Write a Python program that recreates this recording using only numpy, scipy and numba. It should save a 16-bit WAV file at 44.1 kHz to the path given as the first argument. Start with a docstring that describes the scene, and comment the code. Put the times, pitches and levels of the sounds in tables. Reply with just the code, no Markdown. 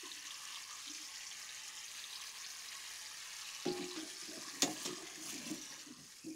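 """Small tiled kitchen: batter strands fry in a wok of hot oil, over a faint steady burner rush.
Random decaying bubbles and ticks make the dense sizzle; pitched ticks with fizz make the single bursts.
A perforated steel skimmer knocks the rim, dips in, clanks on the bottom and scrapes under the strands:
noise and impulses through steel modes, and moving resonances for the groans.
The sizzle thins as the strands are lifted out, hissing thinly."""
import sys
import numpy as np
from scipy import signal
from scipy.fft import rfft, irfft, next_fast_len
from scipy.io import wavfile
from scipy.ndimage import uniform_filter1d, map_coordinates
from numba import njit

SR = 44100
rng = np.random.default_rng(int(sys.argv[2]) if len(sys.argv) > 2 else 0)


def persist_wave(psi):
    """Save psi, clipped to +-1, as 16-bit WAV."""
    counts = np.round(np.clip(psi, -1, 1) * 32767).astype(np.int16)
    wavfile.write(sys.argv[1], SR, np.atleast_2d(counts).T)


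N = 280035

# Strength of the boil. Each row: time in seconds, big bubbles in dB, small bubbles in dB, both before trim.
BOIL_DB = [(0.0, -54, -54.5), (0.4, -53.5, -52.5), (1.1, -54.5, -52.5), (1.3, -54, -51.5), (1.66, -54, -53),
           (2.4, -54, -53.5), (3.77, -52.5, -53), (4.44, -56, -51), (4.79, -52.5, -51), (4.99, -54, -52.5),
           (5.17, -54.5, -54), (5.4, -54, -53), (5.78, -57, -53.5), (5.88, -61, -58.5), (6.05, -64, -59),
           (6.18, -66, -58.5), (6.35, -74, -59.5)]
BIG_TRIM_DB, SMALL_TRIM_DB = 1, -0.5
# Filter colour of the sizzle above the bowl. Each row: frequency in Hz, gain in dB.
SIZZLE_COLOUR = [(300, -24), (780, -12.5), (865, -4), (930, -14), (1130, -8.5), (1420, -11.5), (1620, -2),
                 (2200, -2.5), (3000, -2), (3600, -4), (5000, 0.5), (6600, 2), (7900, -6), (10000, -7),
                 (12000, -11), (15800, -17)]
# Treble above about 8 kHz. 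Each row: time in seconds, gain in dB.
SHEEN_DB = [(0, 0.5), (1.3, -2), (2.3, 2.5), (4.3, -1), (5.15, -2), (6.35, 0.5)]

# Faint burner and kitchen rush. Each row: frequency in Hz, gain in dB.
BURNER_COLOUR = [(20, -4), (60, -3), (130, -2.5), (400, -3.5), (900, -16.5), (4000, -8.5), (16000, -42)]

# Single bursts at set times. Each row: start in seconds, nominal peak in dB, pitch in Hz.
TIMED_SPITS = [(0.116, -31, 3830), (0.3072, -33, 3440), (0.5578, -34.5, 3160), (0.728, -33, 6650),
               (0.8783, -33, 3600), (1.208, -40, 2850), (1.2676, -30, 5700), (1.314, -34, 3350),
               (1.349, -37.5, 3100), (1.492, -32, 3800), (1.776, -39, 3080), (1.838, -34, 5930),
               (2.04, -33, 3700), (2.1557, -33.5, 5030), (2.2942, -36, 6200), (2.4438, -34, 4180),
               (2.687, -34, 5010), (3.06, -34, 5000), (3.549, -34, 5860)]
# Further bursts come by chance, with nominal peaks set over the boil.
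SPITS_PER_S, SPIT_OVER_BOIL_DB, SPIT_LOW_HZ, SPIT_HIGH_HZ = 6, 18.5, 3470, 6700
# Tick and steam fizz, both against a burst's nominal peak.
TICK_DB = -3
FIZZ_DB, FIZZ_RISE_S, FIZZ_T60_S, FIZZ_WIDTH_HZ = -6.5, 0.005, 0.05, 1030

# Fat bubbles: level against the boil, gain that fades in over the second around DIP_S, pitch;
# the skimmer enters the oil at DIP_S.
WELLING_DB, DIP_GAIN_DB, WELLING_HZ, DIP_S = -12.5, 4, 1111, 4.0

# Soft shifts of the wok on its support.
# Each row: start in seconds, length in seconds, level in dB, pitch in Hz, glide in Hz per second.
NUDGES = [(.03, .008, -49, 345, -1100), (.052, .008, -55, 315, 0), (.075, .06, -68, 325, -150),
          (.168, .075, -67, 316, -80), (.866, .014, -62, 290, -500), (.893, .02, -53.5, 295, 1000),
          (.94, .09, -66, 345, -450)]
NUDGE_ATTACK_S, NUDGE_T60_S = 0.0059, 0.074
NUDGE_WAVER = .05  # relative pitch

# Sharp skimmer contacts. 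Each row: start in seconds, level in dB, crack t60 in seconds,
# hardness (lowpass) in Hz, nominal ring against crack in dB.
CLANKS = [(3.6533, -33, 0.048, 3000, -23), (3.672, -40, 0.11, 3800, -28), (3.961, -39.5, 0.18, 4020, -21),
          (4.621, -21.5, 0.022, 14000, -13), (4.6235, -34, 0.095, 12000, -22),
          (4.63, -29, 0.097, 9000, -12), (4.638, -43, .07, 7500, -19), (4.851, -40, 0.27, 9900, -13),
          (4.859, -35.5, 0.049, 11100, -18), (5.157, -47, .024, 15000, -20), (5.416, -52, .03, 15000, -18)]
# Skimmer modes. Each row: pitch in Hz, level struck in dB, t60 in seconds, level scraped in dB.
SKIMMER_MODES = [(2186, -11, .19, -12), (2788, -9, .25, -8), (2975, -6, .1, -2), (3367, -8, .14, -9),
                 (3539, 2.5, .1, -8), (4744, -4, .12, -7), (5382, 0, .12, -7), (5835, 1, .08, -6),
                 (6150, -5, .15, -3), (6376, -1, .12, -3), (6600, 0, .1, -5), (6740, 1, .13, -4),
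                 (7360, -7, .15, 0), (7600, -7, .14, -7), (8730, -10, .14, -1), (10210, -11, .15, -.5),
                 (11790, -21, .4, -15), (12970, -19, .15, -17), (13480, -18.5, .45, -14),
                 (14100, -19, .12, -17), (15290, -23, .12, -19)]
# Filter colour of steel meeting steel. Each row: frequency in Hz, gain in dB.
CRACK_COLOUR = [(100, -20), (300, 2.5), (700, -11), (1200, -10.5), (2900, -6), (3500, -1.5), (4500, -3.5),
                (6700, 0.5), (8000, -8), (10500, -13.5), (15800, -13.5)]
# Edge grating on steel. Each row: loudest moment in seconds, half width in seconds, level in dB.
SCRAPES = [(4.72, 0.078, -53.5), (4.835, 0.019, -52.5), (5.292, 0.042, -47), (5.495, .031, -51)]
STUTTERS_PER_S, STUTTER_DB = 70, 1.5  # stick and slip

# Blows and bounces on the wok. Each row: start in seconds, nominal thud in dB, chatter t60 in seconds,
# hardness (upper band edge) in Hz, hum in dB.
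KNOCKS = [(3.657, -27, 0.03, 666, -63), (3.669, -33, 0.071, 900, -70), (3.681, -39, 0.12, 800, -70),
          (3.786, -40.5, .1, 500, -44), (3.807, -39.5, 0.069, 500, -55), (3.965, -51, .097, 450, -43),
          (4.222, -54, .05, 450, -53), (4.28, -46, 0.099, 886, -52), (4.369, -49, .05, 600, -62),
          (4.623, -30, 0.091, 1100, -55), (4.634, -32, 0.11, 1000, -65), (4.655, -36.5, 0.072, 900, -70),
          (4.677, -33, .08, 1490, -75), (4.848, -38, 0.038, 453, -64), (4.87, -35.5, 0.043, 454, -56),
          (4.887, -42.5, 0.046, 450, -65), (4.92, -41, .04, 405, -45), (5.168, -48, .06, 503, -58),
          (5.324, -43, .1, 704, -47), (5.497, -36, 0.2, 397, -42.5), (5.699, -54.5, 0.058, 400, -62),
          (6.239, -42.5, .25, 256, -53), (6.264, -45, .12, 330, -44)]
CHATTER_DB = -24.5  # support rattle against the blow
# Rim touches that ring the free wok. Each row: start in seconds, level in dB.
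RIM_TOUCHES = [(3.657, -30), (3.964, -46.5)]
# Clear wok modes. Each row: pitch in Hz, level in dB, t60 in seconds.
WOK_MODES = [(360, -5, 1.0), (813, -16.5, .7), (1405, -24, .3)]
# Dull wok resonances on the burner ring. Each row: centre in Hz, width in Hz, level in dB.
THUD_RESONANCES = [(128, 26, -12), (163, 32, -5), (208, 28, -5.5), (271, 33, 0.5), (311.8, 16, 2),
                   (359.3, 12, -1), (425, 30, -12), (544, 40, -12), (610, 60, -19), (689, 40, -9)]
# Wok humming on its support. Each row: pitch in Hz, level in dB, t60 in seconds.
HUM_MODES = [(280, -7, 0.091), (314.6, 0, 0.29), (337, -19, 0.39)]

# Pushes of the skimmer along the wok. Each row: start in seconds, length in seconds, level in dB,
# groan pitch in Hz, groan glide in Hz per second, upper resonance in Hz, its gain on the push level in dB.
STROKES = [(3.70, .14, -48, 320, -150, 693, -17.5), (3.96, 0.11, -53, 306, -130, 640, -12.5),
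           (4.09, .08, -63, 342, -3, 690, -22), (4.27, .15, -51, 354, -250, 625, -13),
           (4.45, 0.26, -53.5, 312, -170, 600, -32), (4.62, 0.074, -53.5, 302, -130, 700, 6),
           (4.73, 0.095, -56.5, 324, 0, 610, -9.5), (4.93, .21, -56, 342, -40, 683, -10),
           (5.18, 0.14, -53.5, 310, -450, 680, -12), (5.33, 0.047, -50, 309, -400, 690, -22),
           (5.39, 0.11, -51.5, 222, 100, 570, -11.5), (5.5, 0.066, -51, 292, -100, 580, -17),
           (5.62, 0.21, -62, 292, 0, 535, -17), (5.86, 0.072, -53.5, 285, -450, 600, -35),
           (5.96, 0.082, -56, 230, -350, 690, -27), (6.26, 0.097, -51.5, 285, -130, 520, -18)]
PUSH_ATTACK_S, PUSH_T60_S = 0.02, 0.15
# Rocking: pitch, gain when the groan is at GROAN_HZ, growth as the groan sinks.
ROCK_HZ, ROCK_DB, ROCK_DB_PER_HZ, GROAN_HZ = 148, -20, 0.0786, 301

# Hisses of the lifted strands.
# Each row: start in seconds, length in seconds, level in dB, pitch in Hz, glide in Hz per second.
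DRAIN_HISSES = [(5.98, .35, -73, 5050, 0), (6.18, 0.082, -65.5, 2530, 900), (6.28, .06, -68.5, 2470, -1200)]
DRAIN_WAVER = .012  # relative pitch

# Kitchen echo. Each row: frequency in Hz, t60 in seconds.
KITCHEN_T60 = [(200, 0.36), (2000, 0.067), (14000, 0.018)]
TOP_HZ = 15750


def amp(db):
    """Decibels to gain."""
    return 10 ** (np.asarray(db) / 20)


def unit(x):
    """x at rms 1."""
    return x / np.sqrt(np.mean(x ** 2) + 1e-20)


def along(points, hz):
    """(Hz, value) points read on a log axis."""
    point_hz, value = np.transpose(points)
    return np.interp(np.log(hz + 1), np.log(point_hz + 1), value)


def curves(rows):
    """One value per sample for each column after the time."""
    s, *columns = np.transpose(rows)
    return [np.interp(np.arange(N) / SR, s, column) for column in columns]


def wobble(knots_per_s):
    """A smooth random curve."""
    knots = knots_per_s * N / SR
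    coarse = map_coordinates(rng.standard_normal(int(knots) + 4), [np.linspace(0, knots, N // 64)])
    return np.interp(np.arange(N), np.linspace(0, N, len(coarse)), coarse)


def add(track, s, sound):
    """Mix a sound into the track from time s."""
    part = track[max(round(s * SR), 0):][:len(sound)]
    part += sound[:len(part)]


def held(s, length_s, attack_s, t60_s):
    """An envelope that rises from time s, holds to s + length_s, then dies away."""
    t = np.arange(N) / SR - s
    return np.clip(t / attack_s, 0, 1) * amp(-60 * np.maximum(t - length_s, 0) / t60_s)


def filtered(x, response):
    """x times a response of frequency."""
    m = next_fast_len(len(x) + SR // 2)
    return irfft(rfft(x, m) * response(np.fft.rfftfreq(m, 1 / SR)), m)[:len(x)]


def coloured(x, points, size=4096):
    """x through a causal minimum-phase filter with the given (Hz, dB) colour."""
    cepstrum = irfft(np.log(amp(along(points, np.fft.rfftfreq(size, 1 / SR)))))
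    cepstrum[1:size // 2] *= 2
    cepstrum[size // 2 + 1:] = 0
    return signal.fftconvolve(x, irfft(np.exp(rfft(cepstrum))))[:len(x)]


@njit
def resonate(x, hz, width_hz, sr):
    """x through one resonance whose centre moves."""
    y = np.zeros(len(x))
    r = np.exp(-np.pi * width_hz / sr)
    for i in range(2, len(x)):
        y[i] = x[i] - x[i - 2] + 2 * r * np.cos(2 * np.pi * hz[i] / sr) * y[i - 1] - r * r * y[i - 2]
    return y


def throaty(x, hz, width_hz):
    """x twice through a moving resonance, for steep skirts, rms 1."""
    once = resonate(x, hz, float(width_hz), SR)
    return unit(resonate(once, hz, float(width_hz), SR))


def ring(modes, scatter_db):
    """One second of free ringing from rest, every mode at a random strength."""
    t, out = np.arange(SR) / SR, np.zeros(SR)
    for hz, db, t60_s, *_ in modes:
        strength_db = db + scatter_db * rng.standard_normal()
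        out += amp(strength_db - 60 * t / t60_s) * np.sin(2 * np.pi * hz * t)
    return out


def sizes(count, spread_db):
    """Many small grains and a few big ones, of random sign."""
    return amp(spread_db * np.minimum(rng.standard_normal(count), 2.6)) * rng.choice([-1, 1], count)


def ticks(per_s, spread_db):
    """Sharp ticks at random moments, rms 1."""
    count = int(per_s * N / SR)
    return unit(np.bincount(rng.integers(0, N, count), sizes(count, spread_db), N))


def bubbles(per_s, low_hz, high_hz, cycles, rise, spread_db, size=160):
    """Bursting bubbles that swell over rise cycles and ring for a few more, rms 1."""
    count = int(per_s * N / SR)
    when, pitch, life = rng.random((count, 3)).T
    hz = low_hz + (high_hz - low_hz) * pitch
    turns = hz[:, None] * np.arange(size) / SR
    decay = np.exp(-turns / (cycles * (.5 + life[:, None])))
    swell = 1 - np.exp(-turns / rise)
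    pops = decay * swell * np.cos(2 * np.pi * turns)
    pops *= (sizes(count, spread_db) * np.sqrt(hz))[:, None]
    pops *= np.cos(np.linspace(0, np.pi / 2, size))  # fade to zero
    at = (when * N).astype(int)[:, None] + np.arange(size)
    return unit(np.bincount(at.ravel(), pops.ravel(), N)[:N])


def sizzle():
    """Steam leaves the batter in flurries of big and small bubbles, over a crackle of bursting oil films."""
    big_db, small_db = curves(BOIL_DB)
    sheen_db, = curves(SHEEN_DB)
    flurry = wobble(40)
    big = bubbles(per_s=3000, low_hz=1405, high_hz=4550, cycles=2.4, rise=3.4, spread_db=6.0, size=220)
    small = bubbles(per_s=2400, low_hz=4550, high_hz=10680, cycles=2.9, rise=0.71, spread_db=6.0)
    big = unit(coloured(big, SIZZLE_COLOUR))
    small = unit(coloured(small, SIZZLE_COLOUR))
    crackle = unit(coloured(ticks(per_s=7000, spread_db=3), SIZZLE_COLOUR))
    # thick films on the big bubbles give the crackle its lower half
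    dull = filtered(crackle, lambda hz: 1 / (1 + (hz / 4400) ** 10))
    # a few thin films snap more brightly
    films = ticks(per_s=140, spread_db=2.5)
    snaps = unit(coloured(films, [(1500, -29), (5000, -3), (10000, -4.5), (15800, -13)]))  # Hz, dB
    low = amp(-3.0) * big + amp(2.0) * dull
    low *= amp(big_db + BIG_TRIM_DB + 0.67 * flurry + 1.06 * wobble(30))
    high = amp(-1.0) * small + amp(-1.2) * (crackle - dull) + amp(-14.0) * snaps
    high *= amp(small_db + SMALL_TRIM_DB + 0.83 * flurry + 0.4 * wobble(30))
    treble = filtered(high, lambda hz: 1 - 1 / (1 + (hz / 8000) ** 10))
    return low + high + (amp(sheen_db) - 1) * treble


def burner():
    """The faint steady rush of the gas flame: coloured noise."""
    return amp(-73.0) * unit(coloured(rng.standard_normal(N), BURNER_COLOUR))


def welling():
    """Fat bubbles burble at a wavering pitch, follow the boil and grow gradually around the skimmer's dip."""
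    boil_db, _ = curves(BOIL_DB)
    fade_in = np.clip(np.arange(N) / SR - DIP_S + .5, 0, 1)
    waver = 1 + .035 * wobble(14)
    burble = throaty(ticks(per_s=1200, spread_db=5.0), WELLING_HZ * waver, width_hz=290)
    return burble * amp(boil_db + WELLING_DB + DIP_GAIN_DB * fade_in + 3.25 * wobble(14))


def nudges():
    """Each small shift of the wok gives a soft, unsteady hum that glides and wavers in pitch."""
    t, out = np.arange(N) / SR, np.zeros(N)
    waver = 1 + NUDGE_WAVER * wobble(60)
    for s, length_s, db, hz, glide in NUDGES:
        pitch_hz = waver * (hz + glide * np.clip(t - s, 0, length_s + NUDGE_T60_S / 4))
        hum = np.sin(2 * np.pi * np.cumsum(pitch_hz) / SR)
        out += amp(db) * held(s, length_s, NUDGE_ATTACK_S, NUDGE_T60_S) * hum
    unsteady = amp(2 * wobble(70))
    return out * unsteady


def spits():
    """Single bubbles burst with a pitched tick and a brief steam fizz; the boil sets the chance peaks."""
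    out, t = np.zeros(N), np.arange(SR // 10) / SR
    boil_db, _ = curves(BOIL_DB)
    chance = []
    for u, v in rng.random((int(SPITS_PER_S * N / SR), 2)):
        peak_db = boil_db[int(u * N)] + SPIT_OVER_BOIL_DB
        chance.append((u * N / SR, peak_db, SPIT_LOW_HZ + v * (SPIT_HIGH_HZ - SPIT_LOW_HZ)))
    fizz_envelope = (1 - np.exp(-t / FIZZ_RISE_S)) * amp(FIZZ_DB - 60 * t / FIZZ_T60_S)
    for s, db, hz in list(TIMED_SPITS) + chance:
        age = hz * t / 2  # the tick peaks after two cycles
        tick = amp(TICK_DB) * np.sin(2 * np.pi * hz * t) * (age * np.exp(1 - age)) ** 2
        fizz = throaty(rng.standard_normal(len(t)), np.full(len(t), float(hz)), FIZZ_WIDTH_HZ)
        add(out, s, amp(db) * (tick + fizz * fizz_envelope))
    return out


def skimmer():
    """The skimmer clanks on the steel; its scraping edge catches in tiny slips that ring its modes."""
    out, t = np.zeros(N), np.arange(SR) / SR
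    for s, db, t60_s, hard_hz, ring_db in CLANKS:
        crack = unit(coloured(rng.standard_normal(SR), CRACK_COLOUR)) * amp(-60 * t / t60_s)
        clank = crack + amp(ring_db - 5) * ring(SKIMMER_MODES, scatter_db=-3)
        # a glancing touch is duller than a square hit
        lowpass = signal.butter(2, min(hard_hz, TOP_HZ), fs=SR)
        add(out, s, amp(db) * signal.lfilter(*lowpass, clank))
    scrape = sum(amp(db) / np.cosh((np.arange(N) / SR - s) / width_s) for s, width_s, db in SCRAPES)
    # the edge sticks and slips unevenly
    slips = ticks(per_s=1800, spread_db=3.5) * amp(STUTTER_DB * wobble(STUTTERS_PER_S))
    singing = np.zeros(N)
    for hz, _, _, scraped_db in SKIMMER_MODES:
        # pressure damps the mode; it wavers as the point of contact wanders
        strength = amp(scraped_db + 3 * wobble(30))
        singing += strength * resonate(slips, hz * (1 + .003 * wobble(25)), 70., SR)
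    grit = unit(signal.lfilter([1, -.7], 1, coloured(slips, CRACK_COLOUR)))
    grating = amp(-3) * unit(singing) + amp(-4.5) * grit
    return out + scrape * grating


def thudding(x):
    """x through the damped resonances of the wok on its burner, alternating in sign."""
    def response(f):
        total = 0
        for k, (hz, width_hz, db) in enumerate(THUD_RESONANCES):
            damping = 1j * f * width_hz
            total = total + (-1) ** k * amp(db) * damping / (hz * hz - f * f + damping)
        return total
    return filtered(x, response)


def wok():
    """Knocks thud through damped resonances and raise a hum; rim touches ring the clear modes."""
    out, t = np.zeros(N), np.arange(SR) / SR
    onset = 1 - np.exp(-t / 0.0039)
    for s, thud_db, t60_s, hard_hz, hum_db in KNOCKS:
        # one push, then chatter on the support
        force = rng.standard_normal(SR) * amp(CHATTER_DB - 60 * t / t60_s)
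        force[0] += 1
        # a soft contact shakes only the low resonances
        band = signal.butter(2, [122, max(hard_hz, 200)], "bandpass", fs=SR)
        thud = thudding(signal.lfilter(*band, force))
        hum = amp(hum_db) * onset * ring(HUM_MODES, scatter_db=4.5)
        add(out, s, amp(thud_db - 1.5) * thud / np.abs(thud).max() + hum)
    for s, db in RIM_TOUCHES:
        add(out, s, amp(db) * onset * ring(WOK_MODES, scatter_db=-1.0))
    return out


def sliding():
    """Each push makes the wok rumble, rock and groan, with an upper resonance set by where it presses."""
    t = np.arange(N) / SR
    push, upper, groan_hz = np.zeros(N), np.zeros(N), np.full(N, float(STROKES[0][3]))
    slips = ticks(per_s=520, spread_db=1.5)
    for s, length_s, db, start_hz, glide, upper_hz, upper_db in STROKES:
        level = amp(db) * held(s, length_s, PUSH_ATTACK_S, PUSH_T60_S)
        push += level
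        upper += amp(upper_db) * level * throaty(slips, np.full(N, float(upper_hz)), width_hz=124)
        groan_hz = np.where(t < s, groan_hz, start_hz + glide * np.minimum(t - s, length_s))
    groan_hz = uniform_filter1d(groan_hz, size=SR // 25)  # slides from push to push
    groan = throaty(ticks(per_s=500, spread_db=5.0), groan_hz, width_hz=99)
    rumble = unit(thudding(ticks(per_s=270, spread_db=3.5)))
    rocking = throaty(ticks(per_s=710, spread_db=3), np.full(N, float(ROCK_HZ)), width_hz=110)
    rocking *= amp(ROCK_DB + ROCK_DB_PER_HZ * (GROAN_HZ - groan_hz))
    judder = amp(1.8 * wobble(35))
    return judder * (push * (amp(-5.0) * groan + amp(-17.0) * rumble + rocking) + upper)


def draining():
    """Out of the oil, the strands give thin, hollow hisses: noise in a gliding, wavering resonance."""
    t, out = np.arange(N) / SR, np.zeros(N)
    for s, length_s, db, hz, glide in DRAIN_HISSES:
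        pitch_hz = (hz + glide * np.clip(t - s, 0, length_s)) * (1 + DRAIN_WAVER * wobble(25))
        hiss = throaty(rng.standard_normal(N), pitch_hz, width_hz=260)
        out += amp(db) * held(s, length_s, attack_s=0.024, t60_s=0.2) * hiss
    return out


def kitchen(x, count=24):
    """The tiled walls answer with a short noise tail, redrawn for each piece; the treble dies first."""
    out, start = np.zeros(N), 0
    for piece in np.array_split(x, count):
        hz, t, z = signal.stft(rng.standard_normal(SR // 2), SR, nperseg=256)
        decay = amp(-60 * t / along(KITCHEN_T60, hz)[:, None])
        tail = signal.istft(z * decay, SR, nperseg=256)[1]
        add(out, start / SR, signal.fftconvolve(piece, tail / np.linalg.norm(tail)))
        start += len(piece)
    return out


def scene():
    """Oil and steel, heard from just above the stove, with echo and burner."""
    oil = sizzle() + welling() + spits() + draining()
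    steel = nudges() + skimmer() + wok() + sliding()
    echo = kitchen(amp(-10.0) * oil + amp(-13.5) * steel)
    return (amp(-0.86) * oil + steel + echo + burner())[None]


def record(dry):
    """The microphone keeps nothing above its band limit."""
    return filtered(dry[0], lambda hz: hz < TOP_HZ)[None]


dry = scene()
out = record(dry)
persist_wave(out)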